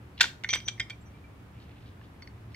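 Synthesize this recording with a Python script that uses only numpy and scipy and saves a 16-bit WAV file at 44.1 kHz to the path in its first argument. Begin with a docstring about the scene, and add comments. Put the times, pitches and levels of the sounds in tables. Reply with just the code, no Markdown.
"""In a garage, a hand works steel brake pads loose from a cast caliper, an arm's length from a small stereo camera.
The casting clacks and the loose pad rings as decaying modes; the seated pad ticks, with shorter rings, and knocks.
Fingers slip, driving single modes, and scrape as grainy band noise. The garage answers with decaying noise echoes
over a steady rumble with hiss and a few wavering hum tones."""
import sys
import numpy as np
from scipy import signal
from scipy.fft import rfft, irfft, next_fast_len
from scipy.io import wavfile
from scipy.ndimage import uniform_filter1d

SR = 44100
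rng = np.random.default_rng(int(sys.argv[2]) if len(sys.argv) > 2 else 0)


def wrap_up_sound(samples):
    """Save the sound to the file named by the first command line argument, as 16-bit audio."""
    columns = np.atleast_2d(samples).T
    # keep every value between -1 and 1, then stretch to whole-number steps
    tamed = np.clip(columns, -1, 1)
    steps = np.round(tamed * 32767).astype(np.int16)
    wavfile.write(sys.argv[1], SR, steps)


def boost_factor(decibels):
    """Convert a level in decibels to a linear amplitude factor."""
    exponent = np.asarray(decibels, float) / 20
    return 10 ** exponent


N = 112454

# Metal against the casting. Each row: start in seconds, ring level in dB before tilt and mode levels,
# crack level in dB before its envelope, crack tilt in dB per octave, crack upper corner in hertz, crack t60 in seconds.
CLACK_EVENTS = [(0.198, -46, -38, -2, 6030, 0.096), (0.2071, -29, -13.5, 0, 9100, 0.034),
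                (.208, -5, -15.5, 2.5, 14000, 0.0082), (0.211, -11.5, -13, 4, 15500, 0.035),
                (0.215, -16.5, -25, 0, 14100, 0.023), (.219, -18.5, -29, 0.5, 10000, 0.043),
                (0.2228, -23, -26.5, -0.5, 14850, 0.17), (0.2399, -14, -26.5, -3, 9000, .025),
                (0.253, -35, -41, -8, 8030, 0.076), (0.4366, -44, -33.5, -2.5, 8500, 0.02),
                (0.4443, -24.5, -33, -4.5, 5000, 0.011), (0.489, -44, -23.5, 0.5, 8360, 0.017),
                (0.4988, -52, -30, 0, 7100, 0.013), (.505, -51, -31, 6, 7000, 0.032),
                (0.53, -40, -26, -3.5, 9000, 0.012), (.536, -49, -20.5, -2.5, 9500, 0.018),
                (.546, -45, -38, -8.5, 9000, 0.042), (.553, -57, -32, -4.5, 12300, 0.077),
                (.602, -47, -40.5, 3, 6000, 0.019), (0.679, -49, -32.5, -0.5, 5750, 0.016),
                (0.6827, -35, -32.5, -0.5, 8900, 0.068), (0.797, -32, -33.5, -2, 12000, 0.032),
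                (.802, -28, -38.5, -8.5, 12800, 0.024), (.898, -56, -38.5, -1.5, 9000, 0.032),
                (0.905, -39, -50, 4, 15090, 0.013), (1.679, -66, -56, -10, 2976, 0.022),
                (2.2215, -49, -64, 0, 6480, 0.022), (2.274, -55, -55.5, -3, 6460, 0.022)]
CONTACT_S = 0.00025  # time constant of the rise at a contact
SCATTER_DB = 2.5  # largest random change of a mode's level, either way
LEFT_RIGHT = np.array([[1], [-1]])  # signs with which a side signal enters the two ports


def along_hz(table, n):
    """Interpolation on a logarithmic frequency axis: a (Hz, value) table read at the bins of an n-point spectrum."""
    hz, values = np.array(table, float).T[:2]
    return np.interp(np.log(np.fft.rfftfreq(n, 1 / SR) + 1), np.log(hz), values)


def colour(x, gain):
    """Linear filtering as a product of spectra: one gain per bin."""
    return irfft(rfft(x) * gain, x.shape[-1])


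def unit(x):
    """Normalization to unit root mean square."""
    return x / np.sqrt(np.mean(x ** 2))


def decay(t, t60):
    """Exponential damping: the level falls by 60 dB in t60 seconds."""
    return np.exp(-np.log(1000) * t / t60)


def flutter(db, count, size):
    """Amplitude modulation by smoothed noise: a random gain of db rms, averaged twice over size samples."""
    noise = uniform_filter1d(rng.standard_normal(count), size=size)
    return boost_factor(db * unit(uniform_filter1d(noise, size=size)))


def strike(times, db, hz, t60, scatter_db=0., rattle_db=0.):
    """Impulse excitation of one damped mode: each blow has its own level and ring time."""
    size = 12288
    rattle_onset_s = .02
    db = db + scatter_db * (2 * rng.random(len(times)) - 1)
    out = np.zeros(N + size)
    for start, gain, ring in zip(times, boost_factor(db), np.broadcast_to(t60, len(times))):
        i = int(start * SR) + 1
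        t = (np.arange(size) + i) / SR - start  # keeps the timing between samples
        if rattle_db:
            # the flutter grows after the blow
            gain = gain * flutter(rattle_db, count=size, size=220) ** -np.expm1(-t / rattle_onset_s)
        rise = -np.expm1(-t / CONTACT_S)
        out[i:i + size] += gain * np.sin(2 * np.pi * hz * t) * decay(t, ring) * rise
    return out[:N]


def casting_ring():
    """Modal superposition: each clack rings the heavily damped modes of the casting."""
    # Mode frequencies of the casting in hertz.
    mode_hz = [650, 920, 1340, 1445, 1562, 1866, 2294, 2705, 3390, 3560, 4240, 4650, 6070, 7450]
    # Dull modes in the same order. Each row: level in dB before the common cut, t60 in seconds.
    mode_decays = [(-31, 0.04), (-12, 0.04), (-16.5, 0.023), (-2.5, 0.044), (3, 0.034), (-3, 0.045),
                   (-8, 0.034), (-11.5, 0.033), (-10.5, 0.027), (1.5, 0.038), (-11, 0.059), (-13, 0.032),
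                   (-14, 0.07), (-18, 0.03)]
    common_db = -9.5
    tilt_share = .5  # share of the crack's tilt that also tilts the ring
    rows = np.array(CLACK_EVENTS)
    out = np.zeros(N)
    for k, (hz, (mode_db, t60)) in enumerate(zip(mode_hz, mode_decays)):
        tilt_db = tilt_share * rows[:, 3] * np.log2(hz / 1500)
        level_db = rows[:, 1] + mode_db + common_db + tilt_db
        out += (-1) ** k * strike(rows[:, 0], level_db, hz, t60, SCATTER_DB)  # signs alternate
    return out


def casting_crack():
    """Broadband contact noise: a scatter of tiny contacts makes each crack; returns mid and side."""
    # Spectrum of a crack. Each row: frequency in hertz, relative level in dB per hertz.
    crack_shape = [(200, -34), (400, -23.5), (660, -24.5), (950, -15.5), (1200, -16.5), (1600, -8.5),
                   (2360, -7.5), (3510, -5), (6050, -14.5), (10500, -31.5), (12500, -32.5), (14700, -31),
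                   (15600, -38)]
    size = 8192
    grain_db = 3
    side_db = -9  # part of a crack that differs between the ports
    out = np.zeros((2, N))
    t = np.arange(size) / SR
    hz = np.fft.rfftfreq(size, 1 / SR)
    shape_db = along_hz(crack_shape, size)
    octaves = along_hz([(250, -4), (16000, 2)], size)  # octaves from 4 kHz
    rise = -np.expm1(-t / CONTACT_S)
    for start, _, db, tilt_db, top_hz, t60 in CLACK_EVENTS:
        grain = flutter(grain_db, count=size, size=40)
        spectrum = boost_factor(shape_db + tilt_db * octaves) / (1 + (hz / top_hz) ** 10)
        burst = unit(colour(grain * rng.standard_normal((2, size)), spectrum))
        burst = boost_factor([[db], [db + side_db]]) * burst * decay(t, t60) * rise
        i = int(start * SR)
        out[:, i:i + size] += burst[:, :N - i]
    return out


def ring_pad(modes, hits):
    """Modal excitation by position: the place of a blow sets each mode's level; the grip scales ring times."""
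    rows = np.array(hits)
    times, grip = rows[:, 0], rows[:, -1]
    out = np.zeros(N)
    for k, (hz, t60, partner_hz, partner_db, partner_t60) in enumerate(modes):
        db = rows[:, k + 1]
        # a pad shaking in the grip makes each strong mode flutter as it fades
        out += strike(times, db, hz, t60 * grip, rattle_db=6)
        out -= strike(times, db + partner_db, partner_hz, partner_t60 * grip, SCATTER_DB)
    return out


def loose_pad():
    """Lightly damped free plate: four strong modes with partners, and top modes that follow the fourth."""
    # Each row: strong mode in hertz, its t60 in seconds free of the grip, partner in hertz,
    # partner level in dB against the strong mode before scatter, partner t60 in seconds free of the grip.
    loose_modes = [(2345, 0.13, 2200, -3, 0.041), (3218, 0.11, 3620, 0.5, 0.032),
                   (5958, 0.13, 6800, -17, .03), (7500, 0.083, 8080, -4, 0.035)]
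    # Highest modes. Each row: frequency in hertz, level in dB against the fourth mode before scatter,
    # t60 in seconds free of the grip.
    top_modes = [(8850, -11, .05), (9880, -12, .055), (11520, -17, .06), (14500, -16, .055)]
    # Blows. Each row: start in seconds, level in dB of each of the four strong modes,
    # ring time as a ratio to that of the free pad (the grip of the hand).
    loose_hits = [(.4365, -51, -66, -52.5, -55.5, 1.4), (0.4889, -50, -39, -36.5, -53, 1.3),
                  (0.4939, -32, -39, -54, -58, 0.59), (.5003, -37.5, -32, -37, -62, 0.78),
                  (.505, -53, -35.5, -31, -54, 0.67), (.531, -31, -27.5, -28.5, -41, 1.03),
                  (.536, -38.5, -26.5, -27.5, -49, 0.59), (.546, -34.5, -26.5, -47, -39.5, 1),
                  (.553, -30.5, -40, -45, -35.5, 0.7), (0.603, -58, -47, -63, -74.5, 1.4),
                  (0.679, -43.5, -37.5, -52, -50, 0.89), (0.6832, -35, -20.5, -24.5, -38, 0.37),
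                  (0.7976, -27, -48, -38, -41.5, 0.41), (.802, -43, -28.5, -65, -49.5, 0.63),
                  (.898, -59, -59, -57.5, -56.5, 1.2), (.9038, -35, -37, -60, -52.5, 0.64)]
    rows = np.array(loose_hits)
    out = ring_pad(loose_modes, loose_hits)
    for hz, db, t60 in top_modes:
        out += strike(rows[:, 0], rows[:, 4] + db, hz, t60 * rows[:, -1], scatter_db=7)
    return out


def seated_pad():
    """Boundary damping: the pad still in its seat ticks with modes that die sooner."""
    # Each row: strong mode in hertz, its t60 in seconds before the ring ratio, partner in hertz,
    # partner level in dB against the strong mode before scatter, partner t60 in seconds before the ring ratio.
    seated_modes = [(2150, 0.07, 3040, -10, 0.035), (2057, 0.034, 1805, -2, 0.054),
                    (4480, 0.075, 5620, -2, 0.031), (5070, 0.09, 3650, -3, 0.05)]
    # Blows. Each row: start in seconds, level in dB of each of the four strong modes,
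    # ring time as a ratio to the t60 above.
    seated_hits = [(.437, -35, -55, -58, -64, 0.54), (.4452, -24.5, -27, -58, -70, 0.65),
                   (.4915, -24.5, -39, -35.5, -48, 0.77), (.536, -19.5, -31, -27, -25, 0.56),
                   (.546, -45, -54.5, -53, -56, 0.6), (.7786, -50.5, -52, -68, -65, 2.4),
                   (.7972, -38, -24.5, -58, -55, 0.82), (.802, -24, -24, -68, -30.5, 0.67),
                   (.9038, -50, -43, -45, -56, 0.63), (2.2222, -46, -47.5, -47.5, -79, 0.67),
                   (2.228, -68, -62, -54, -76.5, 0.92), (2.2745, -46.5, -44.5, -47, -63.5, 0.41),
                   (2.5456, -41.5, -50, -47, -70, 0.9)]
    return ring_pad(seated_modes, seated_hits)


def seat_knock():
    """Strongly damped impact: one soft knock of the pad against its seat wakes five short modes."""
    # Each row: frequency in hertz, level in dB against the knock, t60 in seconds.
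    knock_modes = [(1050, 1, .02), (1725, 0, .03), (2840, -4, .018), (3420, -10, .02), (5200, -17, .012)]
    start_s, knock_db = 2.0133, -49
    return sum(strike(np.array([start_s]), np.array([knock_db + db]), hz, t60) for hz, db, t60 in knock_modes)


def resonate(x, hz, t60):
    """Driven resonance: a one-pole complex filter is one damped mode pushed by x."""
    pole = np.exp(2j * np.pi * hz / SR - np.log(1000) / (t60 * SR))
    return signal.lfilter([1], [1, -pole], x).imag


def swell(start, length):
    """Smooth gating by a squared sine: one rise and fall."""
    return np.sin(np.pi * np.clip((np.arange(N) / SR - start) / length, 0, 1)) ** 2


def finger_slips():
    """Resonant driving by friction: fingers slip on a pad and push one mode in step, partly at random."""
    # Each row: start in seconds, length of the push in seconds, mode in hertz, drive level in dB.
    slip_events = [(.13, .035, 4470, -66), (.193, .016, 1700, -36), (.645, .025, 5930, -47),
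                   (.72, .02, 2340, -56), (1.0, .025, 7515, -64), (1.033, .055, 2340, -63),
                   (1.045, .03, 5930, -62), (1.122, .05, 2340, -62), (1.236, .012, 2340, -61)]
    t60_s = .1
    roughness = .6  # rms of the random part of the push
    t = np.arange(N) / SR
    jitter = 1 + roughness * unit(uniform_filter1d(rng.standard_normal(N), size=250))
    out = np.zeros(N)
    for start, length, hz, db in slip_events:
        push = swell(start, length) * np.exp(2j * np.pi * hz * t)
        drive = push * jitter / np.abs(push).sum() * 2
        out += boost_factor(db) * resonate(drive, hz, t60_s)
    return out


def scrapes():
    """Friction noise: skin and pad drag over the casting as grainy noise in a band."""
    # Each row: start in seconds, length in seconds, band centre in hertz, noise level in dB before the swell.
    scrape_events = [(0.169, 0.033, 3080, -48), (1.051, 0.21, 3000, -72.5), (1.482, 0.17, 2300, -68.5),
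                     (1.574, 0.1, 3490, -63), (1.635, 0.11, 3000, -68.5), (1.79, 0.056, 3760, -70),
                     (1.5, .5, 2800, -68), (1.81, .14, 3400, -64), (2.0, 0.09, 3300, -65),
                     (2.096, 0.27, 2500, -75), (2.485, 0.081, 3500, -68.5)]
    width_oct, grain_db = 0.42, 4.5
    bins = np.fft.rfftfreq(N, 1 / SR) + 1
    grain = boost_factor(grain_db * unit(uniform_filter1d(rng.standard_normal(N), size=150)))
    out = np.zeros(N)
    for start, length, hz, db in scrape_events:
        band = np.exp(-.5 * (np.log2(bins / hz) / width_oct) ** 2)
        noise = unit(colour(rng.standard_normal(N) * grain, band))
        out += boost_factor(db) * swell(start, length) * noise
    return out


def garage(x):
    """Diffuse reverberation: convolution with noise tails, independent at each port, each band with its t60."""
    # Each row: band centre in hertz, t60 in seconds.
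    band_decays = [(500, 0.42), (2000, 0.25), (6000, 0.27), (14000, 0.33)]
    size = 16384
    room_db, gap_s = -13, 0.0042  # gap before the first echo
    t = np.arange(size) / SR - gap_s
    hz = np.fft.rfftfreq(size, 1 / SR) + 1
    tails = np.zeros((2, size))
    for centre_hz, t60 in band_decays:
        band = np.exp(-.5 * (np.log2(hz / centre_hz) / 0.94) ** 2)
        noise = colour(rng.standard_normal((2, size)), band)
        tails += noise * decay(t, t60) * (t > 0)
    tails = tails / np.sqrt(np.sum(tails ** 2) / 2)  # mean energy of 1 per port
    return boost_factor(room_db) * signal.fftconvolve(x[None], tails, axes=1)[:, :N]


def air():
    """Spatial coherence of ambient noise: rumble and hiss, alike at both ports in the bass."""
    # Each row: frequency in hertz, relative level in dB per hertz.
    air_shape = [(20, -48.5), (31, -28), (40, -6.5), (50, -23), (62, -4), (113, -3), (150, -7.5),
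                 (227, -11.5), (368, -17), (522, -22), (1200, -26), (2500, -33), (3500, -39), (4500, -43),
                 (7000, -48), (15500, -51)]
    # Each row: frequency in hertz, side minus mid level in dB.
    air_spread = [(60, -24.5), (110, -18), (200, -12), (380, -6.5), (700, -2.5), (1290, 0), (2380, 1),
                  (4400, -0.5), (8120, -0.5), (15000, -1)]
    shape = boost_factor(along_hz(air_shape, N))
    mid = colour(rng.standard_normal(N), shape)
    side = colour(rng.standard_normal(N), shape * boost_factor(along_hz(air_spread, N)))
    return boost_factor(-50.5) * (mid + side * LEFT_RIGHT) / mid.std()


def hum():
    """Narrow-band noise: each tone wavers because its spectrum has a width."""
    # Each row: frequency in hertz, width at half amplitude in hertz, rms level in dB.
    hum_tones = [(73.3, 24, -56.5), (112.46, 3.8, -54.5), (193.2, 4.5, -67), (287, 9, -66.5),
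                 (364, 3.5, -72)]
    bins = np.fft.rfftfreq(N, 1 / SR)
    out = np.zeros(N)
    for hz, width, db in hum_tones:
        peak = 1 / (1 + (2 * (bins - hz) / width) ** 2)
        out += boost_factor(db) * unit(colour(rng.standard_normal(N), peak))
    return out


def at_ports(near, side):
    """Interaural-style differences: level and phase offsets by frequency are split evenly between two ports."""
    # Each row: frequency in hertz, phase in radians by which the left leads.
    port_phase = [(300, 0), (1500, 0.73), (2100, 0.5), (3270, 1.16), (4050, 1.38), (4900, 2), (5940, 1.45),
                  (7500, 0.94), (9000, 1.43), (12000, 2.5), (15200, 1.5)]
    # Each row: frequency in hertz, left minus right level in dB.
    port_level = [(200, -2.5), (600, 0), (1290, 2), (2380, -4), (4400, 2), (8120, -0.5)]
    size = next_fast_len(N + 4096)
    half = boost_factor(along_hz(port_level, size) / 2) * np.exp(.5j * along_hz(port_phase, size))
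    spectra = rfft(near + side * LEFT_RIGHT, size)
    return irfft(spectra * np.array([half, 1 / half]), size)[:, :N]


def scene():
    """Linear superposition: direct sound at two ports, reverberation of its mid part, and ambient noise."""
    crack, side = casting_crack()
    clack = casting_ring() + crack
    near = clack + loose_pad() + seated_pad() + seat_knock() + finger_slips() + scrapes()
    return at_ports(near, side) + garage(near) + air() + hum()


def roll_off(x):
    """The treble ends steeply here."""
    return signal.sosfilt(signal.butter(12, 15640, fs=SR, output="sos"), x)


def record(dry):
    """Band limiting: an elliptic low-pass cuts the camera's top."""
    low_pass = signal.ellip(8, .2, 60, 15650, fs=SR, output="sos")  # order, ripple dB, stop dB, edge Hz
    mix = signal.sosfilt(low_pass, dry)
    return roll_off(mix)


dry = scene()
out = record(dry)
wrap_up_sound(out)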